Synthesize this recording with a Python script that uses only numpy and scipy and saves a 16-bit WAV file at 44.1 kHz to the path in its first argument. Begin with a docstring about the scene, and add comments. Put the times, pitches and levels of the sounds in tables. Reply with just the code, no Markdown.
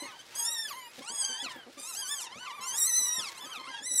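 """A baby ferret, held in a hand, squeals in shrill arching cries that turn hoarse as the pitch sags.
Each cry is a stack of harmonics (multiples of one pitch) shaped by the throat and the moving mouth.
Its litter mates whimper behind it in a cardboard box and the mother clucks softly, while the hand
bumps the box and rustles the bedding. All of it is close to one microphone in a small room."""
import sys
import numpy as np
from scipy import signal
from scipy.fft import rfft, irfft
from scipy.io import wavfile
from scipy.ndimage import uniform_filter1d

SR = 44100
rng = np.random.default_rng(int(sys.argv[2]) if len(sys.argv) > 2 else 0)


def wav_record(signal):
    """Record a signal, one row per channel, as 16-bit PCM in the file named by sys.argv[1]."""
    frames = np.transpose(np.atleast_2d(signal))
    bounded = np.clip(frames, -1, 1)
    # unit amplitude maps onto the largest positive 16-bit level
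    quanta = np.round(bounded * 32767).astype(np.int16)
    wavfile.write(sys.argv[1], SR, quanta)


N = 176400
TIME = np.arange(N) / SR

# Tone colours of the room's hush, the bedding, brushes on cloth and box knocks: frequency_hz, gain_db
HUSH_COLOUR = [(25, -16), (70, -13), (115, -16), (170, -9), (300, -0.5), (600, 0), (1000, -11), (2000, -9),
               (4000, -4), (7000, -15), (11000, -17.5), (15500, -37)]
BEDDING_COLOUR = [(60, -16), (120, 10), (300, 4), (900, 10), (2000, 13), (6000, -28), (14000, -70)]
BRUSH_COLOUR = [(300, -10), (1200, -4.5), (3000, 0), (6000, -4), (10000, -12), (15000, -19)]
BUMP_COLOUR = [(50, -24), (110, 7.5), (200, 9), (400, 1.5), (700, 3.5), (1500, -26), (6000, -40)]
# Echoes off the box and the wall: delay_s, gain_db
ECHOES = [(.0023, -19.5), (.0052, -21.5), (.0087, -9)]
# Fur and hand brushing the cloth: middle_s, half_length_s, level_db
BRUSHES = [(0.113, 0.1, -57.5), (0.324, 0.097, -52.5), (.98, 0.062, -50), (1.509, 0.045, -53.5),
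           (1.774, 0.079, -56), (3.303, 0.043, -48)]
# Bumps on the box: start_s, level_db
BUMPS = [(2.355, -45.5), (2.59, -54), (3.18, -43.5)]
# The mother's clucks: start_s, relative_level_db
CLUCKS = [(0.022, -41), (0.984, -43.5), (1.101, -51.5), (1.21, -63), (1.294, -49), (1.43, -41.5),
          (1.56, -45), (1.668, -47), (1.774, -48), (2.99, -49), (3.439, -49), (3.58, -45.5), (3.678, -50.5),
          (3.812, -51.5), (3.913, -50)]
# Tone colours of the mother's cluck and of a baby's throat: frequency_hz, gain_db
CLUCK_COLOUR = [(100, -31), (170, 12), (240, -2), (330, 12.5), (480, 1), (700, -3.5), (1100, -19),
                (2500, -24)]
THROAT_COLOUR = [(700.0, -5.5), (1100.0, -2), (1600.0, -10), (2300.0, -3.5), (3200.0, -2.5), (4000.0, -3.5),
                 (4800.0, -6), (6000.0, -3.5), (7800.0, -6), (9800.0, -7), (12000.0, -14), (15500.0, -26)]
# Times when babies call from deep in the box: start_s, stop_s
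LITTER_SPANS = [(0, 0.18), (0.302, 0.6), (.92, 1.62), (1.7, 3.87)]
# Whimpers of the nearer litter mates, one curve each: time_s, pitch_hz, relative_level_db, treble_db
WHIMPERS = [
    [(0.38, 936, -56, -25), (0.48, 947, -54.5, -25), (0.58, 883, -66, -25)],
    [(0.735, 917, -51, -23), (0.771, 1055, -52, -13), (0.88, 940, -51, -30)],
    [(2.6, 1006, -53, -12), (2.646, 1070, -51, -19), (2.76, 901, -57, -25)],
    [(3.05, 962, -53, -25), (3.328, 1112, -58.5, -20), (3.45, 970, -57, -25)],
    [(1.3, 1594, -54, -25), (1.444, 2024, -51, -25), (1.64, 1487, -53, -23)],
    [(2.85, 2020, -49, -25), (2.922, 1888, -44, -17), (3.01, 1990, -47, -25)],
    [(0.69, 2589, -44, -3), (0.728, 2110, -69, 16.5), (0.91, 2517, -57.5, -4.5)],
    [(0.0, 1032, -53, -11), (0.058, 965, -51.5, -10), (0.11, 757, -59, -18)],
    [(2.43, 953, -53.5, -15), (2.554, 1214, -51.5, -14), (2.6, 1123, -52, -11)],
]
# Cries of the held baby, one curve each: time_s, pitch_hz, relative_level_db, treble_db
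CRY_1 = [(0.0, 1990, -43, -4), (0.03, 2090, -47, -2.5), (0.07, 2180, -42, -9.5), (0.1, 1950, -47, -24),
         (0.125, 1470, -49, -23), (0.175, 1590, -51, -24), (0.2, 1514, -52, -2), (0.22, 1710, -56, -7)]
CRY_2 = [(0.353, 1535, -46.5, 8), (0.37, 1656, -48.5, 8), (0.4, 1635, -45.5, 12),
         (0.435, 1636, -49.5, 11.5), (0.47, 1820, -47, 14), (0.5, 1877, -40.5, 3), (0.54, 1930, -43, 7),
         (0.58, 1793, -41, 2.5), (0.61, 1821, -36, -4.5), (0.67, 1704, -41.5, -5.5),
         (0.69, 1480, -42.5, -9), (0.71, 1169, -40, -29), (0.735, 980, -44, -14)]
CRY_3 = [(1.02, 1047, -44, -13), (1.05, 1182, -55.5, -2.5), (1.09, 1467, -38.5, -10),
         (1.13, 1702, -54.5, 12.5), (1.165, 1660, -50.5, 14.5), (1.205, 1679, -46.5, 10.5),
         (1.24, 1546, -38.5, 2.5), (1.26, 1629, -42, 6), (1.31, 1537, -37, -7), (1.375, 1566, -41.5, -5),
         (1.42, 1747, -41.5, -1), (1.45, 1420, -40, -4.5), (1.48, 1156, -42.5, -29),
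         (1.525, 916, -50.5, -3)]
CRY_4 = [(1.775, 1159, -48, -13), (1.8, 1222, -55.5, 1.5), (1.85, 1215, -52.5, 4.5), (1.89, 1391, -50, 7.5),
         (1.92, 1302, -50.5, 3.5), (1.945, 1247, -50.5, 8), (1.97, 1570, -48, 8), (2.01, 1654, -42.5, 2.5),
         (2.04, 1526, -44, -3), (2.07, 1472, -45.5, 2), (2.1, 1698, -41, 2), (2.125, 1787, -33, -4.5),
         (2.16, 1628, -50, 7.5), (2.19, 1574, -45, -2), (2.22, 1231, -47.5, 3.5), (2.255, 1008, -53.5, 1.5),
         (2.28, 887, -43, -24)]
CRY_5 = [(2.29, 893.0, -51, -18), (2.34, 1082.0, -48, -19), (2.38, 1255.0, -47, -14),
         (2.4, 1477.0, -46.5, -10), (2.45, 1520.0, -41.5, -18.5), (2.48, 1152.0, -42.5, -24),
         (2.52, 912.0, -42, -21)]
CRY_6 = [(2.61, 1293, -57.5, 6.5), (2.65, 1377, -40.5, -7.5), (2.68, 1500, -53.5, 14),
         (2.72, 1558, -46, 2.5), (2.75, 1654, -40.5, 0), (2.787, 1953, -47, 19), (2.825, 1863, -43.5, 16.5),
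         (2.85, 1934, -49, 20.5), (2.88, 2103, -41, 13), (2.915, 1977, -54.5, 25),
         (2.985, 2043, -43.5, 15.5), (3.02, 1965, -40, 8.5), (3.05, 2000, -44.5, 11),
         (3.08, 1921, -37.5, 4.5), (3.16, 1903, -41.5, 5), (3.19, 1818, -38, -1), (3.22, 1481, -40.5, -4.5),
         (3.27, 1155, -47, -3), (3.3, 989, -48, -7)]
CRY_7 = [(3.33, 1070, -55.5, -20), (3.38, 1337, -57.5, 7), (3.41, 1753, -54, 3), (3.445, 1740.0, -54, 1.5),
         (3.47, 1514, -50, 0), (3.505, 1653.0, -55, 1), (3.53, 1523, -40.5, -12), (3.56, 1249, -45, -8.5),
         (3.59, 1036.0, -49, -18), (3.68, 1065, -47.5, -24.5), (3.8, 878, -49.5, -12.5)]
CRY_8 = [(3.65, 1046, -54, -8), (3.7, 1608, -42, -19), (3.74, 1590, -37, -34), (3.78, 1674, -38, -40),
         (3.81, 1634, -36, -24.5), (3.84, 1800, -51, 7.5), (3.875, 2040, -37.5, 0.5),
         (3.925, 1935, -52.5, 18.5), (3.965, 1994, -40, 13), (4.0, 1842, -45.5, 20.5)]
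# The voice in each cry: curve, hoarseness (0 to 1), highest_treble_db
CRIES = [(CRY_1, 0.077, 0), (CRY_2, 0.093, 1.7), (CRY_3, 0.077, -10.5), (CRY_4, 0.14, 0),
         (CRY_5, 0.033, -4), (CRY_6, 0.11, 0.62), (CRY_7, 0.23, 2.6), (CRY_8, 0.069, -7.5)]
# Where the held baby's mouth rings as it opens and closes: time_s, frequency_hz
MOUTH_RING = [(0.02, 8160), (0.08, 6000), (0.2, 3550), (0.35, 8000), (0.41, 7400), (0.46, 5840),
              (0.5, 5330), (0.55, 4000), (0.6, 5510), (0.66, 5300), (0.72, 5100), (1.05, 7000),
              (1.12, 8800), (1.19, 8670), (1.24, 6700), (1.3, 6370), (1.37, 3860), (1.45, 4000),
              (1.8, 8700), (1.9, 8500), (2.0, 5840), (2.06, 5900), (2.12, 9450), (2.17, 7120), (2.26, 6280),
              (2.65, 6850), (2.72, 5840), (2.76, 7400), (2.8, 8600), (2.84, 8650), (2.89, 6560),
              (3.0, 5650), (3.1, 5720), (3.26, 5240), (3.42, 3680), (3.55, 3600), (3.82, 6700),
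              (3.88, 9200), (3.94, 8600), (4.0, 7900)]
# Boost or cut around that ringing frequency: frequency_multiple, gain_db
MOUTH_SHAPE = [(.5, -1.5), (.72, 0), (1, 4.5), (1.32, -2.5), (1.7, 0.5), (2.2, -4)]
# Moments when the voice cracks: time_s, added_hoarseness (0 to 1)
CRACKS = [(.45, .25), (2.769, 0.41), (2.862, 0.22), (3.2, 0)]

TREBLE_HZ, HIGHEST_TREBLE_HZ = (2550, 6880), (9150, 11400)  # where each band begins and is fully on
TOP_HZ = 15700
CLEAN_HZ, SLACK_HZ, SLACK_HOARSENESS = 1800, 1220, 0.27  # slack vocal folds make low notes hoarse
JITTER, SHIMMER_DB = 0.027, 5  # shake of pitch and loudness at full hoarseness
RASP_DB, SPLIT_DB = 1.5, -7.5  # noise and in-between tones in the treble at full hoarseness
WAVER, FLUTTER_DB = 0.0025, 3  # wobble of the pitch and of each harmonic, even in a clean voice


def undb(db):
    """Turn decibels into a number to multiply by."""
    return 10 ** (np.asarray(db) / 20)


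def unit(x):
    """Scale a sound to an average strength (rms) of 1."""
    return x / np.sqrt(np.mean(x ** 2) + 1e-20)


def response(hz, points):
    """Read the gain of a tone colour table at these frequencies."""
    table_hz, db = np.array(points, float).T
    return undb(np.interp(np.log(hz + 1), np.log(table_hz), db))


def colour(x, points):
    """Filter a sound with a tone colour table."""
    return irfft(rfft(x) * response(np.fft.rfftfreq(len(x), 1 / SR), points), len(x))


def noise(points):
    """Noise with this tone colour, as long as the scene."""
    return colour(rng.standard_normal(N), points)


def wander(t, rate_hz):
    """Random drift of size about 1, with a new value rate_hz times a second."""
    values = rng.standard_normal(size=8192)
    return np.sqrt(3 / 2) * np.interp((t - t[0]) * rate_hz, np.arange(len(values)), values)


def ramp(hz, low_hz, high_hz):
    """Rise from 0 at the low frequency to 1 at the high one."""
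    return np.clip(np.log(hz / low_hz) / np.log(high_hz / low_hz), 0, 1)


def fade(t, length_s):
    """A soft start and stop."""
    return np.sin(np.pi / 2 * np.clip(np.minimum(t - t[0], t[-1] - t) / length_s, 0, 1)) ** 2


def add(out, t, x):
    """Mix the sound x into out at the times t."""
    i = np.round(t * SR).astype(int)
    inside = (i >= 0) & (i < N)
    out[i[inside]] += x[inside]


def room_hush():
    """The faint, steady noise of the room."""
    return undb(-60) * unit(noise(HUSH_COLOUR))


def room_echoes(x, tail_s=0.12, tail_db=-18):
    """Sound bounces off the box and the wall, then dies away in a short tail."""
    t = TIME[:SR // 2]
    tail = rng.standard_normal(len(t)) * undb(-60 * t / tail_s) * np.clip(t / 0.012, 0, 1)
    bounces = undb(tail_db) * tail / np.sqrt(np.sum(tail ** 2))
    bounces[0] = 1  # the direct sound
    for delay_s, db in ECHOES:
        bounces[int(delay_s * SR)] += undb(db)
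    return signal.fftconvolve(x, bounces)[:N]


def box_bumps(attack_s=0.004, decay_s=0.025):
    """The hand knocks the cardboard: dull bursts of noise that die quickly."""
    loudness = np.zeros(N)
    for start_s, db in BUMPS:
        age = np.maximum(TIME - start_s, 0)
        loudness += undb(db) * np.minimum(age / attack_s, 1) * np.exp(-age / decay_s)
    return loudness * unit(noise(BUMP_COLOUR))


def bedding(rustle_db=-59.5, swell_db=3, grain_db=3):
    """The cloth rustles in soft swells, with brighter strokes where fur and hand brush it."""
    rustle = unit(noise(BEDDING_COLOUR) * undb(swell_db * wander(TIME, 18)))
    brush = unit(noise(BRUSH_COLOUR) * undb(grain_db * wander(TIME, 360)))
    strokes = sum(undb(db) * np.exp(-((TIME - at) / half_s) ** 2) for at, half_s, db in BRUSHES)
    return undb(rustle_db) * rustle + strokes * brush


def mother_clucks(pitch_hz=263, length_s=0.044, gain_db=-3.5):
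    """The mother's voice makes short, low clucks, uneven in pitch and loudness."""
    out = np.zeros(N)
    t = np.arange(int(length_s * SR)) / SR
    for start_s, db in CLUCKS:
        shaky_hz = pitch_hz * (1 + 0.064 * wander(t, 106))
        phase = 2 * np.pi * np.cumsum(shaky_hz) / SR
        buzz = sum(np.cos(k * phase) for k in np.arange(1, 9))
        cluck = unit(colour(buzz * undb(2 * wander(t, 335)), CLUCK_COLOUR))
        add(out, start_s - 0.005 + t, cluck * fade(t, 0.0058) * undb(db + gain_db))
    return out


def mouth_db(t, hz):
    """How much the opening and closing mouth boosts or cuts a harmonic."""
    ring_hz = np.interp(t, *np.array(MOUTH_RING, float).T)
    return np.interp(hz / ring_hz, *np.array(MOUTH_SHAPE, float).T)


def extra_hoarseness(t, pitch_hz, crack_s=0.011):
    """The voice roughens when the vocal folds go slack at low pitch, and briefly when it cracks."""
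    slack = SLACK_HOARSENESS * np.clip((CLEAN_HZ - pitch_hz) / (CLEAN_HZ - SLACK_HZ), 0, 1)
    cracks = sum(size * np.exp(-((t - at) / crack_s) ** 2) for at, size in CRACKS)
    return slack + cracks


def squeal(curve, hoarseness, highest_db=0, octave_db=0, held=False, harmonics=11, fade_s=0.013):
    """One baby's call, as times and sound: shaky vocal folds make harmonics that the throat shapes."""
    times, *columns = np.array(curve, float).T
    t = np.arange(int((times[0] - fade_s / 2) * SR), int((times[-1] + fade_s / 2) * SR)) / SR
    pitch_hz, level_db, treble_db = (
        uniform_filter1d(np.interp(t, times, column), size=500, mode="nearest") for column in columns)
    rough = np.clip(hoarseness + held * extra_hoarseness(t, pitch_hz), 0, 1)
    shaky_hz = pitch_hz * (1 + JITTER * rough * wander(t, 700) + WAVER * wander(t, 120))
    phase = 2 * np.pi * np.cumsum(shaky_hz) / SR
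    voice = np.zeros(len(t))
    for k in range(1, harmonics + 1):
        hz = k * pitch_hz
        treble = ramp(hz, *TREBLE_HZ)
        shape_db = treble_db * treble + highest_db * ramp(hz, *HIGHEST_TREBLE_HZ)
        shape_db += octave_db * np.log2(k) + held * mouth_db(t, hz)
        flutter_db = FLUTTER_DB * wander(t, 110)
        gain = response(hz, THROAT_COLOUR) * undb(shape_db + flutter_db) * (hz < TOP_HZ)
        angle = k * phase + 2 * np.pi * rng.random()
        # The rasp is a narrow band of noise that clings to the harmonic.
        rasp = wander(t, 450) * np.sin(angle) + wander(t, 450) * np.cos(angle)
        voice += gain * (np.sin(angle) + undb(RASP_DB) * rough * treble * rasp)
        # Weak tones sit halfway between the low harmonics; hoarseness adds them in the treble too.
        between_hz = (k - 0.5) * pitch_hz
        low_gain = undb(-22) * response(between_hz, THROAT_COLOUR) / (1 + (between_hz / 2190) ** 4)
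        split_gain = undb(SPLIT_DB) * rough * treble * gain
        voice += (low_gain + split_gain) * np.sin(angle - phase / 2)
    loudness = undb(level_db + SHIMMER_DB * rough * wander(t, 300))
    return t, np.sqrt(2) * voice * loudness * fade(t, fade_s)


def faint_litter(calls_per_s=6, typical_s=0.28):
    """Muffled whimpers come from deep in the box at random times, each rising and falling in pitch."""
    out = np.zeros(N)
    progress = np.linspace(0, 1, num=7)
    arch = np.sin(np.pi * progress)
    level_db, treble_db = -57 + 4 * arch, -13 + 3 * arch
    for start_s, stop_s in LITTER_SPANS:
        span_s = stop_s - start_s
        calls = int(np.ceil(span_s * calls_per_s))
        for i, (delay, size, height) in enumerate(rng.random((calls, 3))):
            length_s = min(typical_s * (0.5 + size), span_s)
            call_s = start_s + (i + delay) / calls * (span_s - length_s)
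            pitch_hz = 690 * (0.75 + 0.5 * height) * (1 + 0.6 * arch)
            curve = np.c_[call_s + length_s * progress, pitch_hz, level_db, treble_db]
            add(out, *squeal(curve, hoarseness=0.04, octave_db=-8, harmonics=5))
    return out


def litter_mates(gain_db=4.5):
    """The nearer babies whimper; the bedding muffles them a little more with each octave."""
    out = np.zeros(N)
    for curve in WHIMPERS:
        add(out, *squeal(curve, hoarseness=0.085, highest_db=10, octave_db=-2))
    return out * undb(gain_db)


def held_baby():
    """The baby in the hand cries shrilly, with a moving mouth and a voice that cracks."""
    out = np.zeros(N)
    for curve, hoarseness, highest_db in CRIES:
        add(out, *squeal(curve, hoarseness, highest_db, held=True))
    return out


def scene():
    """All the sounds in the room, the same in both channels."""
    hush = room_hush()
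    ferrets = held_baby() + litter_mates() + faint_litter() + mother_clucks()
    mono = room_echoes(ferrets + box_bumps() + bedding()) + hush
    return np.array([mono, mono])


def record(dry, low_cut_hz=25):
    """The small microphone thins the deepest bass and the recorder cuts the very top."""
    thinned = signal.sosfilt(signal.butter(1, low_cut_hz, "high", fs=SR, output="sos"), dry)
    return signal.sosfilt(signal.ellip(10, 0.2, 80, TOP_HZ, fs=SR, output="sos"), thinned)


dry = scene()
out = record(dry)
wav_record(out)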